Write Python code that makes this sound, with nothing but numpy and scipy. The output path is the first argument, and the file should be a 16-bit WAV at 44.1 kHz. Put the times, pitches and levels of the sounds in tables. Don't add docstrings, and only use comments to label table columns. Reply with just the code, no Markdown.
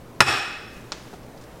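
import sys
import numpy as np
from scipy import signal
from scipy.io import wavfile
from scipy.ndimage import uniform_filter1d

SR = 44100
rng = np.random.default_rng(int(sys.argv[2]) if len(sys.argv) > 2 else 0)


def invert_db(level):
    return 10 ** (np.asarray(level, dtype=float) / 20)


def master(y):
    cut = np.clip(np.atleast_2d(y).T, -1, 1)
    pcm = np.round(cut * 32767)
    wavfile.write(sys.argv[1], SR, pcm.astype(np.int16))


N = 70560

# start_s, level_db
FOOT_CONTACTS = [
    (0.205, 2),
    (0.2072, -2.5),
    (0.2074, -13),
    (.2094, -15.5),
]
GLASS_PITCHES = [802, 1228, 1365, 1705, 2540, 3405, 3870, 5320, 7050, 7950, 9350, 9825, 11400, 11960]
# direct_db, t60_s, room_db
GLASS_MODES = [(-9, 0.12, -9.5), (-4.5, 0.16, -14), (-6, 0.14, -19.5), (-5, 0.16, -12.5), (-5, 0.11, -4.5),
               (-11, 0.21, -16.5), (-6, 0.043, -12.5), (-8.5, 0.072, -5.5), (-30, 0.16, -17),
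               (-14.5, 0.058, -13), (-24, 0.16, -18), (-13, 0.18, -25.5), (-22, .12, -23), (-23, .12, -17)]
SLAB_PITCHES = [124, 310, 420, 1480, 1850, 2810, 4845, 8300, 12570, 14170]
# direct_db, t60_s, room_db
SLAB_MODES = [(-18, 0.19, -2), (-29, 0.059, -46), (-11, 0.027, 1), (-24, 0.032, -9.5), (-22, 0.1, -7.5),
              (-1, 0.068, -7.5), (-8, .05, -9.5), (-17.5, 0.062, -10), (-13, 0.092, -17), (-30, .08, -28)]
# frequency_hz, level_db
CRACK_COLOUR = [(100, -35), (350, -1), (900, -0.5), (1600, 4.5), (3000, -6), (5500, -9.5), (9500, -17),
                (16000, -47)]
# frequency_hz, level_db
KNOCK_WASH = [(100, -3), (250, -13), (600, -9.5), (1400, 0), (2200, -5), (4000, -8), (8500, -19),
              (15000, -41)]
# delay_s, level_db
NEAR_ECHOES = [(.0031, -44), (.0056, -46), (.0087, -22), (.0132, -9.5), (.0178, -11)]
# frequency_hz, t60_s
KITCHEN_T60 = [(100, 0.29), (400, 0.66), (1500, 0.91), (4000, 0.83), (8000, 0.67), (15000, .5)]
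# start_s, level_db
TICK_SNAPS = [
    (.9203, 4.5),
    (.921, 4),
]
# pitch_hz, level_db, t60_s
TICK_MODES = [(900, -2, 0.0046), (1330, -13.5, 0.0085), (2400, -11.5, 0.0053), (4130, -8, .005),
              (4630, -2.5, 0.0031), (5310, -6.5, 0.0079), (6800, -8, .004)]
# frequency_hz, level_db
TICK_COLOUR = [(200, -7), (800, -8), (2000, -8.5), (4000, -7.5), (6000, -8.5), (8000, -14), (11000, -28),
               (16000, -43)]
# low_hz, high_hz
TICK_BAND = [350, 9000]
# start_s, level_db
HAND_BUMPS = [
    (.9795, -41),
    (1.1305, -32.5),
    (1.1375, -31.5),
    (1.143, -33),
]
# pitch_hz, level_db, t60_s
PAD_MODES = [(442, 0.5, 0.017), (764, 0.5, 0.02), (1300, -8, 0.015)]
# start_s, decay_s, level_db, centre_hz, width_hz
RUSTLE_PUFFS = [
    (1.135, 0.019, -52, 3970, 6000),
    (1.23, 0.009, -53, 4610, 5000),
    (1.375, 0.0082, -50, 4500, 3000),
    (1.412, .012, -48, 5450, 6960),
    (1.437, .007, -49, 5330, 5000),
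    (1.524, .008, -54, 3360, 2000),
]
# time_s, level_db
CLOTH_LEVEL = [(.6, -75), (.74, -53.5), (.89, -59.5), (1.0, -58), (1.14, -53.5), (1.2, -66), (1.4, -65),
               (1.6, -60.5)]
# frequency_hz, level_db
CLOTH_SPECTRUM = [(500, -34), (1600, 10), (3000, -1), (6000, 2), (10000, -6.5), (16000, -11)]
# frequency_hz, level_db
AIR_COLOUR = [(25, -1), (60, -7.5), (120, -3.5), (400, -5), (1000, -14), (2500, -25), (5000, -31),
              (16000, -37)]
# pitch_hz, level_db
MAINS_HUM = [(59.2, -66), (118.4, -62)]
# time_s, gain_db
LIMITER_GAIN = [(0.206, -1), (0.213, -6), (.222, -9.5), (0.231, -16), (.245, -16.5), (0.261, -15),
                (0.283, -4.5), (.36, -3.5), (.5, -3), (.72, -0.5)]


def dish():
    twin_split_hz, twin_db, knock_db = 44.7, -1.5, -8.5
    room_modes_db, wash_db = -3.5, -17.5
    glass = np.array(GLASS_MODES)
    twins = glass + [twin_db, 0, twin_db]
    hz = np.r_[GLASS_PITCHES, np.array(GLASS_PITCHES) + twin_split_hz, SLAB_PITCHES]
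    db, t60, room_db = np.r_[glass, twins, SLAB_MODES].T

    knock = strike(FOOT_CONTACTS, invert_db(knock_db) * ring(zip(hz, db, t60)))
    crack = strike(FOOT_CONTACTS[:1], burst(CRACK_COLOUR, db=-1, t60=0.043))

    flat_tail = kitchen([(100, 0.0066), (15000, 0)])
    room_ring = ring(zip(hz, room_db, 0.38 * t60))
    blurred = signal.fftconvolve(room_ring, flat_tail / np.linalg.norm(flat_tail))[:N]
    room = invert_db(room_modes_db) * blurred + invert_db(wash_db) * kitchen(KNOCK_WASH)

    whole = echoed(knock + crack) + strike(FOOT_CONTACTS[:1], room)
    return signal.sosfilt(signal.butter(4, 85, "high", fs=SR, output="sos"), whole)


def strike(hits, body):
    contact_s = 0.00002
    t = np.arange(N) / SR
    pushes = sum(invert_db(db) * np.exp(-0.5 * ((t - s) / contact_s) ** 2) for s, db in hits)
    pushes = pushes / (contact_s * SR * np.sqrt(2 * np.pi))
    return signal.fftconvolve(pushes, body)[:N]


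def ring(modes):
    t = np.arange(SR // 2) / SR
    return sum(invert_db(db - 60 * t / max(t60, 0.003)) * np.sin(2 * np.pi * hz * t) for hz, db, t60 in modes)


def burst(colour, db, t60):
    t = np.arange(SR // 2) / SR
    noise = evened(shaped(len(t), lambda hz, s: invert_db(read(colour, hz) + 0 * s)))
    return noise * invert_db(db - 60 * t / t60)


def echoed(x):
    near = np.zeros(SR // 10)
    near[0] = 1
    for k, (s, db) in enumerate(NEAR_ECHOES):
        near[round(s * SR)] = (-1) ** k * invert_db(db)
    return signal.fftconvolve(x, near)[:N]


def kitchen(colour):
    build_s = 0.004
    tail = shaped(N, lambda hz, s: invert_db(read(colour, hz) - 60 * s / read(KITCHEN_T60, hz)))
    build_up = 1 - np.exp(-np.arange(N) / SR / build_s)
    return tail * build_up / np.std(tail[:SR // 10])


def tick():
    direct_db, room_db, scatter_delay_s = -19.5, -49, 0.0024
    after = invert_db(room_db) * kitchen(TICK_COLOUR)
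    add(after[round(scatter_delay_s * SR):], burst(TICK_COLOUR, db=-29.5, t60=0.053))
    direct = invert_db(direct_db) * strike(TICK_SNAPS, ring(TICK_MODES))
    whole = direct + strike(TICK_SNAPS[1:], after)
    return signal.sosfilt(signal.butter(2, TICK_BAND, "band", fs=SR, output="sos"), whole)


def bumps():
    return -strike(HAND_BUMPS, ring(PAD_MODES))


def rustles():
    rise_s = 0.00056
    out = np.zeros(N)
    t = np.arange(SR // 10) / SR
    for s, decay_s, db, hz, width in RUSTLE_PUFFS:
        grain_db = 13.6 * uniform_filter1d(rng.standard_normal(len(t)), size=40)
        noise = rng.standard_normal(len(t)) * invert_db(grain_db)
        r = np.exp(-np.pi * width / SR)
        poles = [1, -2 * r * np.cos(2 * np.pi * hz / SR), r * r]
        once = signal.lfilter([1, 0, -1], poles, noise)
        puff = evened(signal.lfilter([1], poles, once))
        envelope = (1 - np.exp(-t / rise_s)) * np.exp(-t / decay_s)
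        start = round(s * SR)
        add(out[start:], (invert_db(db) * puff * envelope)[:N - start])
    return out


def cloth():
    s, db = np.transpose(CLOTH_LEVEL)
    flicker_db = 1.9 * evened(uniform_filter1d(rng.standard_normal(N), size=300))
    swish = evened(shaped(N, lambda hz, t: invert_db(read(CLOTH_SPECTRUM, hz) + 0 * t)))
    return swish * invert_db(np.interp(np.arange(N) / SR, s, db, left=-120) + flicker_db)


def air():
    frames, hz = N // 512 + 5, np.fft.rfftfreq(2048, 1 / SR)[:, None]
    a, b, patches = rng.standard_normal((frames, 1025, 3)).T
    patches = uniform_filter1d(patches, size=16, axis=0)
    patches = evened(uniform_filter1d(patches, size=6, axis=1))
    z = (a + 1j * b) * invert_db(read(AIR_COLOUR, hz) + 0.98 * patches)
    noise = evened(signal.istft(z, nperseg=2048, noverlap=1536)[1][:N])
    return invert_db(-43) * noise + hum()


def hum():
    t = np.arange(N) / SR
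    out = np.zeros(N)
    for hz, db in MAINS_HUM:
        waver_db = 7.5 * np.sin(2 * np.pi * (rng.uniform(3.5, 5.8) * t + rng.random()))
        out += invert_db(db + 9.5 + waver_db) * np.sin(2 * np.pi * (hz * t + rng.random()))
    return out


def shaped(length, gain):
    frames, hz = length // 128 + 5, np.fft.rfftfreq(512, 1 / SR)[:, None]
    a, b = rng.standard_normal((frames, 257, 2)).T
    z = (a + 1j * b) * gain(hz, np.arange(frames) * 128 / SR)
    return signal.istft(z, nperseg=512, noverlap=384)[1][:length]


def read(points, hz):
    f, value = np.transpose(points)
    return np.interp(np.log(hz + 1), np.log(f + 1), value)


def evened(x):
    return x / np.sqrt(np.mean(x ** 2) + 1e-20)


def add(mix, sound):
    mix[:len(sound)] += sound


def scene():
    return (dish() + tick() + bumps() + rustles() + cloth() + air())[None]


def roll_off(x):
    return signal.sosfilt(signal.butter(12, 16220, fs=SR, output="sos"), x)


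def record(dry):
    s, gain_db = np.transpose(LIMITER_GAIN)
    limited = dry * invert_db(np.interp(np.arange(N) / SR, s, gain_db))
    clipped = np.clip(limited, -1.0, 1.0)
    low_pass = signal.firwin(511, 16200, window=("kaiser", 9), fs=SR)
    mix = signal.oaconvolve(clipped, low_pass[None], "same")
    return roll_off(mix)


dry = scene()
out = record(dry)
master(out)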